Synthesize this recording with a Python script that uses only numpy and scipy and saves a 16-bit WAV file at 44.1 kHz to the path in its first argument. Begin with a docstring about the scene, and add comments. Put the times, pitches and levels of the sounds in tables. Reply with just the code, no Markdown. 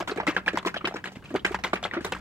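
"""In a quiet room, a plastic bottle of thin paint is shaken hard, close to two microphones.
At each turn of the hand the paint slaps the wall: a short ring, a splash of tiny bubbles and
a thump of the bottle. Pockets of air gulp low and larger bubbles pop with a rough, high tone.
The table and walls add a short echo, over a faint hiss and a low drone."""
import sys
import numpy as np
from scipy import signal
from scipy.fft import rfft, irfft
from scipy.io import wavfile

SR = 44100
rng = np.random.default_rng(int(sys.argv[2]) if len(sys.argv) > 2 else 0)


def log_audio(samples):
    """Write samples as a 16-bit WAV file to the path given in sys.argv[1]."""
    # one column per channel
    frames = np.atleast_2d(samples).T
    # limit to full scale, then quantise
    limited = np.clip(frames, -1, 1)
    pcm = np.round(limited * 32767).astype(np.int16)
    wavfile.write(sys.argv[1], SR, pcm)


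N = 97328


def amp(db):
    return 10 ** (np.asarray(db) / 20)


def unit_level(x):
    return x / np.sqrt(np.mean(x ** 2) + 1e-20)


def curve(points, samples):
    """Reads a (frequency, value) table at every frequency of a sound this many samples long."""
    hz, value = np.transpose(points)
    return np.interp(np.log(np.fft.rfftfreq(samples, 1 / SR) + 1), np.log(hz + 1), value)


def coloured(x, points):
    """Makes some frequencies louder than others, then sets the average level to 1."""
    samples = x.shape[-1]
    return unit_level(irfft(rfft(x) * amp(curve(points, samples)), samples))


def stereo(a, b):
    """Blends two sounds into a left and a right side that are most alike in the bass."""
    # how alike the two sides are: (frequency [Hz], likeness [0 to 1])
    likeness = [(45, 0.98), (70, 0.85), (290, 0.96), (1400, 0.76), (5000, 0.61), (15000, 0.7)]
    same = np.clip(curve(likeness, len(a)), 0, 1)
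    right = irfft(same * rfft(a) + np.sqrt(1 - same ** 2) * rfft(b), len(a))
    return np.array([a, right])


def resonate(x, hz, width_hz):
    """Makes a sound ring around one pitch, at an average level of 1."""
    r = np.exp(-np.pi * width_hz / SR)
    return unit_level(signal.lfilter([1, 0, -1], [1, -2 * r * np.cos(2 * np.pi * hz / SR), r * r], x))


def add(mix, start, sound, place):
    """Adds a sound; the bottle's place (delay, side) shifts its timing and level between microphones."""
    delay, side = place
    left_lag = round(SR * (.00009 + .00006 * delay))
    sound = np.broadcast_to(sound, (2, sound.shape[-1]))
    for channel, at in enumerate([round(start * SR) + left_lag, round(start * SR)]):
        part = mix[channel, max(at, 0):][:sound.shape[1]]
        part += sound[channel, :len(part)] * amp(side * (0.5 - channel))


def tiny_bubbles(sizes=36, per_second=12000, spread_db=3.3, fade_cycles=9.0):
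    """A dense stream of tiny bubbles; each rings for a few dying cycles at the pitch of its size."""
    out, t = np.zeros(N), np.arange(1500) / SR
    strength = amp(spread_db * np.minimum(rng.exponential(1, N), 5))
    strength *= rng.random(N) < per_second / SR
    size = rng.integers(0, sizes, N)
    for k, hz in enumerate(np.geomspace(300, 16000, sizes)):
        cycles = hz * t
        ping = np.sin(2 * np.pi * cycles) * cycles * np.exp(-3 * cycles / fade_cycles) * (cycles < 30)
        starts = strength ** (1 + 0.18 * k / sizes) * (size == k)  # the smallest vary most in level
        out += signal.oaconvolve(starts, ping / np.linalg.norm(ping) * np.sqrt(hz))[:N]
    return out


def wall_hit(t, hz, ring_s=.0024, smack_s=0.000081):
    """Paint hits the wall: a sharp smack and a short ring with one overtone."""
    cycles, u = hz * t, t / smack_s
    overtone = amp(-6) * np.sin(2 * np.pi * 1.9 * cycles) * np.exp(-hz / 1500)
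    shape = (1 - np.exp(-(cycles / 1.1) ** 2)) * np.exp(-t / ring_s)
    ring = shape * (np.sin(2 * np.pi * cycles) + overtone)
    smack = u * u * (3 - u) * np.exp(-u)
    return ring / abs(ring).max() + amp(-11) * smack


def slaps(spray_lead_s=0.002, rise_s=0.0025, crack_s=0.0012):
    """Each slap hits the wall, thumps the bottle and throws bubbles: a splash and a brighter fizz."""
    # slaps of paint on the wall; a fade time is how long a sound takes to drop by 60 dB:
    # (time [s], ring level [dB], ring pitch [Hz], fizz level [dB], splash level [dB], fade time [s])
    hits = [(0.0, -25, 890, -34.5, -64, 0.032), (0.007, -22.5, 1100, -39.5, -25.5, 0.079),
            (0.024, -21.5, 668, -60, -41, 0.11), (0.076, -24.5, 1043, -35, -29, 0.16),
            (0.096, -24, 1700, -60, -30.5, 0.074), (0.116, -29, 1260, -61, -35.5, 0.11),
            (0.16, -31, 704, -48, -44, 0.15), (0.175, -30.5, 870, -47, -26, 0.078),
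            (0.2015, -14.5, 910, -58, -23.5, 0.086), (0.232, -26, 620, -66, -38.5, 0.13),
            (0.269, -18.5, 1150, -29, -21, 0.052), (0.276, -16, 2050, -36, -21, 0.14),
            (0.286, -20.5, 2065, -41, -46, 0.17), (0.349, -42, 610, -44, -36, 0.051),
            (0.366, -10, 1626, -38.5, -20, 0.096), (0.38, -19, 1344, -75, -60, 0.061),
            (0.463, -25.5, 2380, -50, -32, 0.17), (0.473, -24, 826, -47, -37.5, 0.1),
            (0.4802, -8.5, 1720, -36, -24, 0.086), (0.532, -33, 622, -48.5, -41, 0.15),
            (0.556, -34, 1290, -44.5, -26, 0.067), (0.574, -13.5, 977, -31.5, -21.5, 0.072),
            (0.629, -34.5, 1080, -46.5, -33.5, 0.037), (0.651, -19, 1065, -43, -24, 0.04),
            (0.661, -52, 760, -34.5, -29.5, 0.1), (0.672, -20, 1010, -32, -24, 0.094),
            (0.743, -23.5, 1505, -43.5, -27, 0.071), (0.762, -24.5, 1690, -52, -29, 0.07),
            (0.766, -23, 657, -63, -42, 0.06), (0.809, -34, 1310, -72, -39.5, 0.11),
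            (0.846, -21, 1190, -61, -25, 0.11), (0.874, -22.5, 1490, -34, -26, 0.09),
            (0.911, -28.5, 681, -69, -66, 0.13), (0.923, -29, 720, -65, -45, 0.071),
            (0.941, -27, 840, -51, -43, 0.13), (0.96, -28, 1370, -47, -30, 0.12),
            (1.042, -22, 1670, -40.5, -34, 0.11), (1.057, -25.5, 1300, -42, -32, 0.08),
            (1.074, -28, 1910, -46, -37, 0.097), (1.12, -39.5, 750, -48.5, -57, 0.12),
            (1.158, -40.5, 640, -53, -43, 0.15), (1.225, -41.5, 1540, -78, -48, 0.1),
            (1.242, -44, 2620, -57.5, -53, 0.52), (1.305, -40, 616, -55, -43, 0.16),
            (1.343, -29, 650, -49, -38, 0.048), (1.352, -16, 779, -50, -36, 0.06),
            (1.36, -36, 1600, -40, -24.5, 0.07), (1.449, -12.5, 1600, -34, -21, 0.072),
            (1.464, -19, 1550, -38, -32.5, 0.19), (1.519, -38, 724, -42.5, -35, 0.083),
            (1.5458, -13.5, 978, -33.5, -21, 0.064), (1.589, -33.5, 770, -53.5, -37, 0.12),
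            (1.639, -22, 1860, -33, -25, 0.17), (1.645, -17, 2060, -45, -31.5, 0.069),
            (1.733, -13.5, 1190, -51, -17.5, 0.051), (1.7345, -16, 700, -37, -41, 0.13),
            (1.759, -36, 1900, -56, -31.5, 0.15), (1.829, -24.5, 706, -40.5, -35, 0.055),
            (1.839, -23.5, 3310, -33, -28.5, 0.041), (1.852, -20.5, 713, -39.5, -23, 0.091),
            (1.913, -23, 1925, -80, -40, 0.35), (1.937, -24.5, 1560, -48, -28, 0.13),
            (1.972, -25, 1370, -69, -30, 0.078), (2.008, -30.5, 1660, -53, -56, 1),
            (2.048, -23.5, 1040, -29.5, -23.5, 0.067), (2.065, -28.5, 895, -44, -37, 0.15),
            (2.123, -21, 930, -32, -22, 0.06), (2.15, -30, 1320, -43.5, -31.5, 0.06),
            (2.165, -28.5, 990, -59, -48, 0.42)]
    # tone colour of the splash: (frequency [Hz], level [dB])
    splash_colour = [(150, -29), (250, -3), (896, -5), (1370, -1.5), (1790, -4), (2130, -4.5), (2330, -6.5),
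                     (6000, -35), (7800, -69), (13200, -120)]
    # tone colour of the fizz: (frequency [Hz], level [dB])
    fizz_colour = [(2060, -9.5), (3500, -2.5), (5940, -8.5), (7490, -7), (9260, -17), (13500, -20.5),
                   (16300, -29)]
    # the bottle's own low notes: (pitch [Hz], level [dB], fade time [s])
    bottle_notes = [(188.7, -8, 0.11), (380, -25.5, 0.27)]
    out, t = np.zeros((2, N)), np.arange(9000) / SR
    stream = np.tile(stereo(tiny_bubbles(), tiny_bubbles()), 2)
    splash_stream, fizz_stream = coloured(stream, splash_colour), coloured(stream, fizz_colour)
    thump = sum(amp(db - 60 * t / fade_s) * np.sin(2 * np.pi * hz * t) for hz, db, fade_s in bottle_notes)
    since_hit = np.maximum(t - spray_lead_s, 0)  # spray arrives before the blow
    rise = (1 - np.exp(-t / rise_s)) ** 2
    crack = 1 + amp(4) * np.exp(-abs(t - spray_lead_s - .001) / crack_s)  # the fizz opens sharply
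    for start, ring_db, hz, fizz_db, splash_db, fade_s in hits:
        span = slice(round(start * SR), round(start * SR) + len(t))
        fade = amp(-60 * t / fade_s)
        splash = fade * splash_stream[:, span]
        splash *= np.sqrt(2) * np.linalg.norm(fade) / np.linalg.norm(splash)  # evens out chance
        fizz = amp(fizz_db - 60 * t / (0.83 * fade_s)) * fizz_stream[:, span] * crack
        slap = rise * (amp(splash_db) * (splash + thump) + fizz) + amp(ring_db) * wall_hit(since_hit, hz)
        add(out, start - .001 - spray_lead_s, slap, rng.standard_normal(2))
    return out


def room_tone(hiss_db=-49):
    """Quiet room hiss with a low, wavering drone."""
    # tone colour of the hiss: (frequency [Hz], level [dB])
    hiss_colour = [(59, -49), (100, 7), (190, 11), (742, -9), (918, -3.5), (1440, -30), (2610, -19),
                   (3520, -23), (16300, -38)]
    # bands of noise in the drone: (pitch [Hz], level [dB], width [Hz])
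    drone_bands = [(35, -6.5, 33), (60, 1.5, 5.4), (87, -0.5, 26)]
    # how the drone swells and sinks: (time [s], level [dB])
    drone_levels = [(0.0, -44), (0.16, -63), (0.26, -52.5), (1.13, -58), (1.21, -52), (1.91, -50.5),
                    (2.06, -45.5), (2.2, -49)]
    noise, drone = stereo(*rng.standard_normal((2, N))), np.zeros((2, N))
    for hz, db, width in drone_bands:
        drone += amp(db) * np.array([resonate(resonate(side, hz, width), hz, 1.6 * width) for side in noise])
    level = amp(np.interp(np.arange(N) / SR, *np.transpose(drone_levels)))
    return amp(hiss_db) * coloured(noise, hiss_colour) + level * unit_level(drone)


def echoes(x, level_db=-20.5, fade_s=0.25):
    """Sound bounces off the table and walls: scattered dying copies, different on each side."""
    t = np.arange(12000) / SR
    bounces = rng.choice([-1., 1.], (2, len(t))) * (rng.random((2, len(t))) < .05)
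    bounces *= (t > .002) * amp(-60 * t / fade_s)
    bounces = signal.lfilter([1], [1, -.5], bounces)  # softens the treble
    return amp(level_db) * signal.fftconvolve(x, bounces / np.linalg.norm(bounces[0]), axes=1)[:, :N]


def gulps(glide=0.18):
    """An air pocket swells and closes: a few low cycles that glide up in pitch."""
    # gulps of trapped air: (time [s], level [dB], pitch [Hz], length [s])
    air_pockets = [(0.004, -27, 360, 0.022), (0.089, -34.5, 295, 0.036), (0.117, -21.5, 417, 0.014),
                   (0.163, -27, 315, 0.011), (0.181, -23, 453, 0.019), (0.272, -35, 518, 0.027),
                   (0.28, -19, 329, 0.027), (0.533, -25.5, 400, 0.0089), (0.542, -20.5, 336, 0.013),
                   (0.659, -19, 372, 0.018), (0.738, -42, 266, 0.014), (0.81, -34, 1350, 0.014),
                   (0.841, -24.5, 357, 0.021), (0.874, -27.5, 379, 0.024), (0.945, -24.5, 407, 0.006),
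                   (0.957, -30.5, 370, 0.014), (1.168, -31.5, 234, 0.01), (1.308, -32, 343, 0.018),
                   (1.316, -37.5, 280, 0.053), (1.34, -22, 336, 0.012), (1.349, -15.5, 412, 0.0086),
                   (1.356, -18.5, 380, 0.013), (1.449, -23.5, 418, 0.0123), (1.508, -24.5, 404, 0.017),
                   (1.639, -36, 368, 0.014), (1.733, -22, 380, 0.015), (1.836, -37, 530, 0.015),
                   (1.932, -34, 287, 0.021), (1.966, -23, 346, 0.014), (1.971, -23.5, 350, 0.037),
                   (2.009, -29, 286, 0.012), (2.047, -25, 437, 0.02), (2.119, -27, 340, 0.0079)]
    out = np.zeros((2, N))
    for start, db, hz, length in air_pockets:
        place = rng.standard_normal(2)
        progress = np.arange(0, length, 1 / SR) / length
        phase = 2 * np.pi * hz * length * (progress + glide * (progress ** 2 - progress))
        tone = np.sin(phase) + amp(-12) * np.sin(1.856 * phase + 2 * place[0])
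        swell = np.sin(np.pi * progress ** 0.52) ** 2
        add(out, start, amp(db) * swell * tone, place)
    return out


def pops(rise_s=0.0032, fade_s=.045, width_hz=650):
    """A larger bubble bursts: a soft start and a short, rough, high tone."""
    # bursting bubbles: (time [s], level [dB], pitch [Hz])
    bursts = [(0.1102, -31.5, 4200), (0.4811, -18, 2420), (0.5844, -30, 3380), (0.6619, -32, 3360),
              (0.766, -24.5, 3240), (0.773, -28, 2900), (0.8514, -15.5, 2630), (0.941, -39, 5500),
              (1.0635, -45, 3900), (1.1524, -41, 2630), (1.255, -36.5, 2620), (1.291, -43, 2740),
              (1.371, -40, 2810), (1.3922, -36, 3230), (1.448, -13, 2150), (1.4614, -29, 3020),
              (1.7554, -25, 2340), (1.7704, -33.5, 2460), (1.8386, -23, 3370), (2.1201, -26, 2900),
              (2.131, -28, 2260)]
    out, t = np.zeros((2, N)), np.arange(3000) / SR
    shape = amp(-60 * t / fade_s) * (1 - np.exp(-t / rise_s))
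    for start, db, hz in bursts:
        noise = rng.standard_normal(len(t))
        pop = shape * resonate(resonate(noise, hz, width_hz), hz, 2 * width_hz)
        add(out, start, amp(db) * pop / abs(pop).max(), rng.standard_normal(2))
    return out


def scene():
    """The bottle, its echoes and the room."""
    bottle = slaps() + gulps() + pops()
    return bottle + echoes(bottle) + room_tone()


def record(dry, lowest_hz=22, highest_hz=16250):
    """The microphones lose the deepest bass and highest treble, and differ a little in tone."""
    # how much louder the left microphone is than the right: (frequency [Hz], level [dB])
    left_over_right = [(30, 2.5), (120, 0), (4000, 0.9), (8000, 0.5), (14000, -0.5)]
    sound = signal.sosfilt(signal.butter(2, lowest_hz, "high", fs=SR, output="sos"), dry)
    balance_db = curve(left_over_right, N) * np.array([[.5], [-.5]])
    sound = irfft(rfft(sound) * amp(balance_db), N)
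    treble_cut = signal.firwin(511, highest_hz, window=("kaiser", 9), fs=SR)
    return signal.oaconvolve(sound, treble_cut[None], "same")


dry = scene()
out = record(dry)
log_audio(out)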